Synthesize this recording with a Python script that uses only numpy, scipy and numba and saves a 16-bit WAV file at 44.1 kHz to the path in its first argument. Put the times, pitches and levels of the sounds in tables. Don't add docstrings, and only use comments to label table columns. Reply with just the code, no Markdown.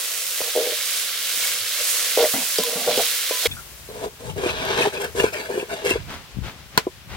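import sys
import numpy as np
from scipy import signal
from scipy.fft import rfft, irfft, next_fast_len
from scipy.io import wavfile
from scipy.ndimage import uniform_filter1d
from numba import njit

SR = 44100
rng = np.random.default_rng(int(sys.argv[2]) if len(sys.argv) > 2 else 0)


def store_pcm(level_fs):
    pcm = np.round(np.clip(level_fs, -1, 1) * 32767).astype(np.int16)
    wavfile.write(sys.argv[1], SR, np.atleast_2d(pcm).T)


N = 315756
CUT_S = 3.473
T = np.arange(N) / SR
SIZE = next_fast_len(N + 4096)
FREQ = np.maximum(np.arange(SIZE // 2 + 1) * SR / SIZE, 1)

# (frequency [Hz], level [dB], nominal ring t60 [s])
PAN = [(182, -9.5, 0.03), (244.5, -13.5, 0.18), (426, -50, 0.088), (479, 7.5, 0.042), (608.8, 4, 0.067),
       (691, 2.5, 0.037), (766, 0.5, 0.03), (942, -5.5, 0.026), (1140, -7.5, 0.014), (1414, -8, 0.026),
       (2074, -21, 0.055)]
# (frequency [Hz], nominal width [Hz], level [dB])
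HOLLOW = [(323, 320, -5.5), (413.5, 71, 6.5), (476.4, 46, 4), (621, 64, 4), (863, 88, -1.5), (994, 35, -5)]
# (frequency [Hz], likeness [0 to 1])
YARD_LIKE = [(100, 0.98), (400, 1), (1500, 0.48), (4000, 0.35), (10000, 0.57)]


def undb(db):
    return 10 ** (np.asarray(db) / 20)


def unit(x):
    return x / np.sqrt(np.mean(x ** 2))


def curve(rows):
    s, *columns = np.transpose(rows)
    return [np.interp(T, s, c) for c in columns]


def over_hz(table):
    hz, value = np.transpose(table)
    return np.interp(np.log(FREQ), np.log(hz), value)


def walk(rate):
    k = int(SR / rate)
    held = np.repeat(rng.standard_normal(N // k + 1), k)
    return uniform_filter1d(held, k)[:N]


def grains(rate, spread_db, bed):
    size = undb(spread_db * np.minimum(rng.exponential(size=(3, N)), 3))
    struck = rng.random((3, N)) < rate / SR
    clicks = struck * rng.standard_normal((3, N)) * size
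    return unit(clicks) + bed * rng.standard_normal((3, N))


def ports(streams, like, lag):
    c = np.clip(over_hz(like), 0, 1)
    shared, left, right = rfft(streams, SIZE)
    late = np.exp(-2j * np.pi * FREQ * lag / SR)
    return np.array([np.sqrt(c) * shared + np.sqrt(1 - c) * left,
                     np.sqrt(c) * shared * late + np.sqrt(1 - c) * right])


def colour(spectra, table, flicker_db, rate):
    gain, out, octave = undb(over_hz(table)), 0, np.log2(FREQ / 30)
    for k in range(10):
        band = np.clip(1 - abs(octave - k), 0, 1)
        out = out + undb(flicker_db * walk(rate)) * irfft(spectra * gain * band, SIZE)[:, :N]
    return unit(out)


def ring(x, hz, t60):
    r, w = np.exp(-np.log(1000) / (t60 * SR)), 2 * np.pi * hz / SR
    return signal.lfilter([0, r * np.sin(w)], [1, -2 * r * np.cos(w), r * r], x)


@njit
def svf(x, hz, width):
    y, b, l = np.empty(len(x)), 0., 0.
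    for i in range(len(x)):
        g, k = np.tan(np.pi * hz[i] / SR), width / hz[i]
        v = (b + g * (x[i] - l)) / (1 + g * (g + k))
        b, l, y[i] = 2 * v - b, l + 2 * g * v, k * v
    return y


def resonate(spectra, modes, flicker_db, rate, wander, wander_rate):
    start = int(CUT_S * SR)
    out, x = np.zeros((2, N)), irfft(spectra, SIZE)[:, start:N]
    for hz, w, db in modes:
        centre = hz * np.exp(wander * walk(wander_rate)[start:])
        gain = undb(db + flicker_db * np.tanh(walk(rate)[start:]))
        out[:, start:] += gain * np.array([svf(svf(v, centre, 1.3 * w), centre, 1.3 * w) for v in x])
    return unit(out)


def add(out, s, sound, pan_db=0., lag=0):
    for ch, sign in enumerate((.5, -.5)):
        i = int(s * SR) + ch * lag
        part = sound[ch % len(sound), :N - i]
        out[ch, i:i + len(part)] += undb(sign * pan_db) * part


def strokes(rows, attack, release):
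    power = 0
    for s, length, swell_db, *db in rows:
        along = np.clip((T - s) / max(length, .005), 0, 1)
        rise = np.clip((T - s) / np.reshape(attack, (-1, 1)), 0, 1)
        fall = np.exp(-np.maximum(T - s - length, 0) / release)
        shape = rise * undb(swell_db * (along - .5)) * fall
        power = power + (undb(db)[:, None] * shape) ** 2
    return np.sqrt(power)


def radiate(x, hz):
    return signal.sosfilt(signal.butter(4, hz, "high", fs=SR, output="sos"), x)


def swings(rows, pan_db):
    out, t = np.zeros((2, N)), T[:SR // 4]
    for s, db, hz, fall in rows:
        swing = np.sin(2 * np.pi * hz * t) * np.exp(-t / fall) * (1 - np.exp(-4 * hz * t))
        add(out, s, undb(db - abs(pan_db) / 2) * swing[None] / abs(swing).max(), pan_db, lag=1)
    return radiate(out, 68)


def frying():
    # (time [s], hiss [dB], coarser spatter in the mids [dB])
    swells = [(0.0, -24.5, -51), (0.4, -25.5, -38), (0.55, -26.5, -31), (0.98, -23, -29),
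              (1.13, -27.5, -32), (1.47, -21.5, -29.5), (1.62, -25.5, -32), (1.82, -22, -29),
              (1.89, -19, -51), (2.22, -23, -21.5), (2.34, -22, -45), (2.58, -24.5, -29.5),
              (2.78, -24.5, -39), (2.92, -26, -22), (3.0, -21, -27), (3.16, -23, -30.5), (3.3, -24, -30.5),
              (3.47, -22.5, -26)]
    # (frequency [Hz], density [dB per Hz])
    hiss_colour = [(24, -76.5), (40, -49), (104, -21), (163, -27.5), (382, -21), (479, -8), (733, -13.5),
                   (831, -20.5), (1090, -10.5), (2980, -2.5), (10400, -2.5), (14800, -5.5), (16000, -4)]
    # (frequency [Hz], density [dB per Hz])
    spatter_colour = [(900, -21), (1300, -6.5), (1600, -1), (1850, -6), (2150, 1), (2500, -3), (3250, 4),
                      (4000, 3), (5500, -2), (8000, -15.5)]
    # (frequency [Hz], likeness; below 0 counts as 0)
    fry_like = [(60, 0.46), (130, 0.58), (290, 0.89), (640, 0.97), (1410, 0.97), (3100, 0.49), (6820, 0.33),
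                (15000, -0.35)]
    hiss_db, spatter_db = curve(swells)
    hiss = colour(ports(grains(4000, 1.4, 0.77), fry_like, 0.79), hiss_colour, 1.0, 8.6)
    spatter = colour(ports(grains(2500, 4.0, 0.57), fry_like, 0.62), spatter_colour, 1.7, 25.08)
    out = undb(hiss_db) * hiss + undb(spatter_db) * spatter
    return out * undb([[-1.2], [1.2]])


def ladle_blows():
    # (time [s], level [dB], pitch of the contact [Hz], ring of the rim against the body [dB])
    hits = [(0.4045, -18, 526, -28), (0.553, -16.5, 533, -39), (0.561, -11, 504, -38),
            (0.574, -9.5, 507, -48), (0.586, -15, 476, -37), (0.607, -18, 480, -44), (0.622, -23, 484, -41),
            (0.645, -30, 474, -40), (0.658, -28, 494, -38), (0.67, -19, 496, -38), (0.684, -26, 490, -38),
            (0.697, -27, 480, -38), (0.72, -25, 465, -38), (0.729, -35, 480, -38), (2.1739, -5.5, 524, -24),
            (2.197, -23, 510, -43), (2.205, -13, 510, -42), (2.212, -26, 490, -40), (2.228, -11, 487, -45),
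            (2.241, -8.5, 547, -42), (2.254, -18.5, 605, -40), (2.338, -20.5, 238, -19),
            (2.339, -24, 770, -30), (2.353, -21, 254, -28), (2.358, -31, 755, -30), (2.377, -35, 790, -30),
            (2.379, -21, 252, -26), (2.5855, -11, 448, -19), (2.635, -27, 1014, -28),
            (2.761, -39, 509, -30), (2.867, -20, 486, -30), (2.885, -15, 467, -19), (2.975, -12, 437, -28),
            (2.999, -15, 464, -42), (3.309, -14, 531, -12.5), (3.455, -12, 462, -39), (3.46, -47, 460, -38)]
    # (frequency [Hz], level [dB], ring t60 [s])
    rim_modes = [(1007, -6.5, 0.56), (1730, -25, 0.18)]
    click_db, click_s = -15, 0.002
    out, t = np.zeros((2, N)), T[:SR // 2]
    rim = sum(undb(g) * np.sin(2 * np.pi * f * t) * undb(-60 * t / t60) for f, g, t60 in rim_modes)
    for s, db, hz, rim_db in hits:
        tones = 0
        for f, g, t60 in PAN:
            nearness_db = -38 * np.log2(f / hz) ** 2
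            tones = tones + undb(g + nearness_db) * np.sin(2 * np.pi * f * t) * undb(-60 * t / t60)
        thud = np.sin(2 * np.pi * hz * t) * np.exp(-t / 0.01)
        click = undb(click_db) * rng.standard_normal(len(t)) * np.exp(-t / click_s)
        body = (0.4 * tones + .5 * thud) * (1 - np.exp(-t / 0.0013))
        blow = body / abs(body).max() + undb(rim_db) * rim + click
        add(out, s, undb(db) * blow[None], lag=1)
    return radiate(out, 260)


def dull_taps():
    # (time [s], level before the high-pass [dB], pitch [Hz], fall time [s])
    low_taps = [(0.4163, -17.5, 910, 0.00048), (1.3725, -40, 300, 0.002), (1.543, -48, 150, 0.0054),
                (1.604, -46, 99, .03), (2.18, -47, 105, .02), (2.335, -35, 140, .012),
                (2.755, -34, 188, 0.013), (2.876, -39, 140, .012), (2.968, -39, 150, .01)]
    return swings(low_taps, 0)


def ladle_drag():
    # (time [s], length [s], swell over the stroke [dB], middle modes [dB], low mode group [dB],
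    # upper modes [dB])
    drags = [(0.428, 0.063, -2, -38, -55, -44), (0.583, 0.148, -11, -28.5, -66, -43),
             (1.784, 0.03, 6, -37.5, -64, -62), (2.18, 0.071, -1, -20.5, -61, -29),
             (2.336, 0.091, -15, -40, -30.5, -33), (2.587, 0.031, -15, -24.5, -27, -39),
             (2.637, 0.1, 7, -36.5, -45, -43), (2.751, 0.13, -9.5, -34, -35, -38.5),
             (2.869, 0.15, -18, -29, -34, -35.5), (2.973, 0.066, -16, -28.5, -33, -33),
             (3.307, 0.031, -8, -34, -47, -48), (3.424, 0.034, 5, -37, -63, -43)]
    slips = grains(900, 5.5, 1.15)
    both = slips[0] + 0.17 * slips[1:]
    out = np.zeros((2, N))
    forces = strokes(drags, attack=0.0073, release=0.017)
    for force, lo, hi in zip(forces, (330, 0, 660), (660, 330, SR)):
        group = 0
        for f, g, t60 in PAN:
            if lo < f <= hi:
                mode = unit(ring(ring(both, f, 1.36 * t60), f, 0.036))
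                group = group + undb(g + 0.72 * walk(48)) * mode
        out += force * unit(group)
    return radiate(out, 260)


def pan_clicks():
    # (time [s], level before a small left-right tilt [dB])
    bright_clicks = [(0.564, -20), (1.2714, -31), (1.2924, -26), (1.3314, -30), (1.3358, -23),
                     (2.5835, -25), (2.636, -15), (3.4565, -28)]
    out, t = np.zeros((2, N)), np.arange(300) / SR
    for s, db in bright_clicks:
        bright_noise = np.diff(rng.standard_normal((1, 301)))
        add(out, s, undb(db) * bright_noise * np.exp(-t / 0.0025))
    return out * undb([[-1.2], [1.2]])


def ladle_clinks():
    # (time [s], level [dB], pitch [Hz], ring t60 of the mode [s])
    edge_clinks = [(1.434, -24, 2190, 0.068), (1.436, -27, 1600, 0.034), (1.475, -27, 2160, 0.077),
                   (1.463, -30, 3300, .02), (2.244, -20, 2030, .02), (2.338, -27, 2020, .05),
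                   (2.337, -28, 1380, 0.013), (2.362, -28, 2060, .03), (2.584, -20, 3420, .004),
                   (2.583, -14.5, 4940, .004), (2.6337, -17, 3680, 0.0036), (2.973, -24, 3100, .004),
                   (3.456, -10.5, 3430, 0.0036), (3.4578, -10, 2200, 0.007)]
    out, t = np.zeros((2, N)), T[:SR // 2]
    for s, db, hz, t60 in edge_clinks:
        burst = rng.standard_normal(len(t)) * np.exp(-t / 0.0063)
        clink = ring(ring(burst, hz, t60), hz, 0.0029)
        add(out, s, undb(db) * clink[None] / abs(clink).max(), -1.2, lag=1)
    return radiate(out, 260)


def wind():
    # (time [s], level [dB], left minus right [dB])
    gusts = [(3.53, -40, 19), (3.66, -51, 3), (4.07, -42.5, 4), (4.16, -52, 2), (4.3, -38, 18),
             (4.55, -39, -5), (4.8, -39, -1), (4.92, -52, -11), (5.06, -47.5, 9), (5.22, -34, 0),
             (5.34, -53, -1), (5.87, -48, 4), (5.97, -34, -6), (6.27, -53.5, -16), (6.385, -34, 19),
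             (6.53, -45, 6), (7.0, -50.5, 2), (7.16, -36, 17)]
    # (frequency [Hz], density [dB per Hz])
    gust_colour = [(12, -53), (20, -48), (53, 4.5), (155, -5), (192, -11), (426, -25.5), (471, -35),
                   (600, -49.5), (780, -74), (1320, -120)]
    db, pan_db = curve(gusts)
    buffets = colour(ports(grains(200, 1, 0.61), [(60, 0.11), (200, 0.98)], 0), gust_colour, 1.0, 23)
    return undb(db + np.array([pan_db, -pan_db]) / 2) * buffets


def yard_hiss():
    # (time [s], level before a small left-right tilt [dB], treble lift [dB])
    drift = [(3.5, -42, 5.5), (4.2, -45.5, 0), (5.3, -42.5, 0), (5.95, -41, -6), (6.5, -44.5, -5),
             (7.16, -46, -3)]
    # (frequency [Hz], density before the treble lift [dB per Hz])
    air_colour = [(120, -25), (200, -4), (294, -26), (322, -5), (933, -5), (1350, -4.5), (2170, -4),
                  (2800, -3.5), (9400, -10), (16000, -11)]
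    noise = rng.standard_normal((3, N))
    hiss = colour(ports(noise, [(300, 0.94), (3000, 0.021)], 0), air_colour, 0.96, 27)
    hiss_db, treble_db = curve(drift)
    treble_share = np.clip(over_hz([(3500, 0.026), (9000, 1.0)]), 0, 1)
    treble = irfft(rfft(hiss, SIZE) * treble_share, SIZE)[:, :N]
    hiss = hiss + (undb(treble_db) - 1) * treble
    return undb(hiss_db + np.array([[1.5], [-1.5]])) * hiss


def ticks():
    # (time [s], level [dB], pitch [Hz])
    small_ticks = [(3.512, -23, 3530), (3.511, -31, 2500), (3.5253, -38, 1710), (3.567, -30.5, 1480),
                   (3.584, -32.5, 1370), (3.886, -40, 4030), (4.0387, -38, 3850), (4.298, -29, 3000),
                   (4.4576, -22, 2540), (4.491, -18, 2580), (4.775, -19, 1580), (4.817, -12.5, 2550),
                   (4.85, -16, 860), (4.924, -28, 1600), (4.966, -22.5, 2560), (5.018, -30, 1590),
                   (4.968, -27, 452), (5.194, -17, 1750), (5.196, -11, 2800), (5.3417, -25, 1850),
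                   (5.597, -22, 2670), (5.77, -42, 3400), (5.875, -19, 2700), (5.9048, -10.5, 2730)]
    burst_t60_s, ring_t60_s = 0.088, 0.0097
    out, t = np.zeros((2, N)), T[:SR // 4]
    for s, db, hz in small_ticks:
        burst = rng.standard_normal(len(t)) * undb(-60 * t / burst_t60_s)
        tick = ring(ring(burst, hz, ring_t60_s), hz, ring_t60_s)
        add(out, s, undb(db) * tick[None] / abs(tick).max(), 1.5, lag=6)
    return radiate(out, 140)


def knocks():
    # (time [s], level [dB], pitch [Hz])
    dull_knocks = [(3.886, -28, 427), (4.458, -10.5, 365), (4.804, -12, 400), (4.869, -11, 413),
                   (5.046, -25, 426), (5.149, -24, 382), (5.238, -3.5, 435), (5.574, -13.5, 400),
                   (5.625, -17, 410), (5.856, -14, 483), (5.907, -10, 387), (5.955, -13.5, 433),
                   (6.866, -10.5, 373)]
    out, t = np.zeros((2, N)), T[:SR // 4]
    for s, db, hz in dull_knocks:
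        thud = np.sin(2 * np.pi * hz * t) * np.exp(-t / 0.0065)
        tones = sum(undb(g) * np.sin(2 * np.pi * f * t) * np.exp(-np.pi * w * t) for f, w, g in HOLLOW)
        soft_contact = (1 - np.exp(-t / 0.00078)) ** 2
        body = (thud + 0.26 * tones) * soft_contact
        add(out, s + 0.00191, undb(db) * body[None] / abs(body).max(), 1.3, lag=10)
    return radiate(out, 140)


def scraping():
    # (time [s], length [s], swell over the stroke [dB], hollow body [dB], grit [dB],
    # ringing wall [dB], fine dust [dB])
    scrapes = [(3.888, 0.16, 17, -37.5, -51, -59, -49.5), (4.19, 0.11, 8.5, -40.5, -51, -61, -47),
               (4.355, 0.108, 10, -32.5, -37.5, -46, -43.5), (4.455, 0.048, -4, -37, -27.5, -38, -39),
               (4.51, 0.3, 9.5, -33, -29, -41, -43.5), (4.765, 0.098, 3, -29.5, -28.5, -36, -35.5),
               (4.922, 0.057, -2.5, -33.5, -35, -42, -42.5), (4.995, 0.053, 1, -31, -36, -36, -37.5),
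               (5.145, 0.057, 12, -30.5, -36.5, -39, -35.5), (5.215, 0.039, 1.5, -29, -35, -31.5, -35),
               (5.322, 0.14, -7, -37, -40.5, -37, -43), (5.485, 0.13, 2.5, -33, -49.5, -41.5, -42.5),
               (5.68, 0.058, 9, -33, -45, -38, -43), (5.735, 0.13, -3, -39, -39.5, -56, -50),
               (5.84, 0.067, 6, -29, -33, -31.5, -32.5), (5.9, 0.06, 1, -34.5, -40, -34.5, -46)]
    # (frequency [Hz], nominal width [Hz], level [dB])
    wall_modes = [(1660, 310, 7.5), (2220, 330, 4.5), (2696, 250, 4), (3310, 190, 1), (4280, 630, -10.5),
                  (4870, 250, -3)]
    attack_s, release_s = (0.0083, 0.03, 0.021, 0.011), 0.025
    body_gain, grit_gain, wall_gain, dust_gain = strokes(scrapes, attack_s, release_s)
    chatter = undb(1.2 * walk(90))
    body = resonate(ports(grains(800, 0.99, 1.0), YARD_LIKE, 12.3), HOLLOW, 6.4, 35, 0.028, 11)
    rough = ports(grains(3000, 3.5, 0.64), YARD_LIKE, 9.9)
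    rasp = colour(rough, [(600, -7.5), (1000, 1.0), (2000, -4), (3900, -2), (4400, -13),
                          (6300, -14.0), (7500, -41)], 1.3, 19)
    wall = resonate(rough, wall_modes, 4, 30, .05, 16)
    dust = colour(rough, [(5000, -6.5), (7000, -2.0), (11000, -6), (16000, -19)], 0.11, 23)
    layers = body_gain * body + grit_gain * rasp + wall_gain * wall + dust_gain * dust
    return chatter * layers * undb([[1.2], [-.4]])


def wind_thumps():
    # (time [s], level at the left port [dB], pitch [Hz], fall time [s])
    puffs = [(4.253, -24, 127, .006), (4.3, -24, 138, 0.005), (4.362, -19, 120, 0.0049),
             (4.395, -23, 137, 0.0052), (6.37, -13, 130, 0.0034), (6.386, -12.5, 152, 0.0031),
             (6.414, -21, 120, 0.0052)]
    return swings(puffs, 21)


def specks():
    # (time [s], level [dB])
    dry_specks = [(4.7074, -33), (4.776, -21), (5.0173, -18), (5.045, -15), (5.183, -24), (5.1958, -24),
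                  (5.34, -20), (4.653, -18), (4.815, -21), (4.872, -26), (5.905, -14), (5.7151, -31)]
    out, t = np.zeros((2, N)), T[:SR // 4]
    for s, db in dry_specks:
        speck = rng.standard_normal(len(t)) * np.exp(-t / 0.0022)
        add(out, s, undb(db) * speck[None] / abs(speck).max(), 1.5, lag=10)
    return radiate(out, 140)


def rustle():
    # (time [s], length [s], swell over the stroke [dB], level before a small left-right tilt [dB])
    steps = [(6.075, 0.071, -1, -34), (6.42, 0.069, -0.5, -35), (6.565, .03, -7, -44),
             (6.7, 0.066, 11, -44.5), (7.075, 0.075, 3, -39)]
    # (frequency [Hz], density [dB per Hz])
    leaf_colour = [(180, -1), (300, -3.5), (462, -5.5), (713, -4.5), (1640, -5), (1970, -6), (3400, -9),
                   (16000, -30.5)]
    leaves = colour(ports(grains(3500, 1.3, 0.81), YARD_LIKE, 2.8), leaf_colour, 1.2, 19)
    return strokes(steps, attack=0.031, release=0.043)[0] * leaves * undb([[1.5], [-.8]])


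def snap():
    # (frequency [Hz], relative level [dB], ring t60 [s])
    snap_modes = [(444, 1.5, 0.089), (1005, 7.5, 0.068), (1465, 10, 0.022), (2310, -22, 0.16),
                  (2430, -23, 0.23), (2840, -32, 0.082), (3300, -28, 0.088)]
    snap_s, snap_db = 6.776, -1
    out, t = np.zeros((2, N)), T[:SR // 4]
    tones = 0
    for f, g, t60 in snap_modes:
        decay = undb(-60 * t / t60) + 3.7 * np.exp(-t / 0.0033)
        tones = tones + undb(g) * np.sin(2 * np.pi * f * t) * decay
    noise = rng.standard_normal((2, len(t)))
    splinters = unit(ring(noise, 4400, 0.0067)) * np.exp(-t / 0.0037)
    echoes = unit(ring(noise, 2000, 0.00033)) * (0.38 * np.exp(-t / 0.012) + 0.026 * np.exp(-t / 0.036))
    crack = 3.4 * noise * np.exp(-t / 0.00051) + 0.51 * splinters + echoes
    add(out, snap_s, undb(snap_db) * (0.063 * tones + 0.59 * crack), 1.1, lag=10)
    return radiate(out, 140)


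def scene():
    before = np.clip((CUT_S - T) / 0.00091, 0, 1)
    pan = frying() + ladle_blows() + dull_taps() + ladle_drag() + pan_clicks() + ladle_clinks()
    air = wind() + yard_hiss() + wind_thumps()
    handled = ticks() + knocks() + scraping() + specks() + rustle() + snap()
    return before * pan + (1 - before) * (air + handled)


def record(dry):
    clipped = np.clip(dry, -.96, .96)
    return signal.sosfilt(signal.ellip(10, .2, 70, 15900, fs=SR, output="sos"), clipped)


dry = scene()
out = record(dry)
store_pcm(out)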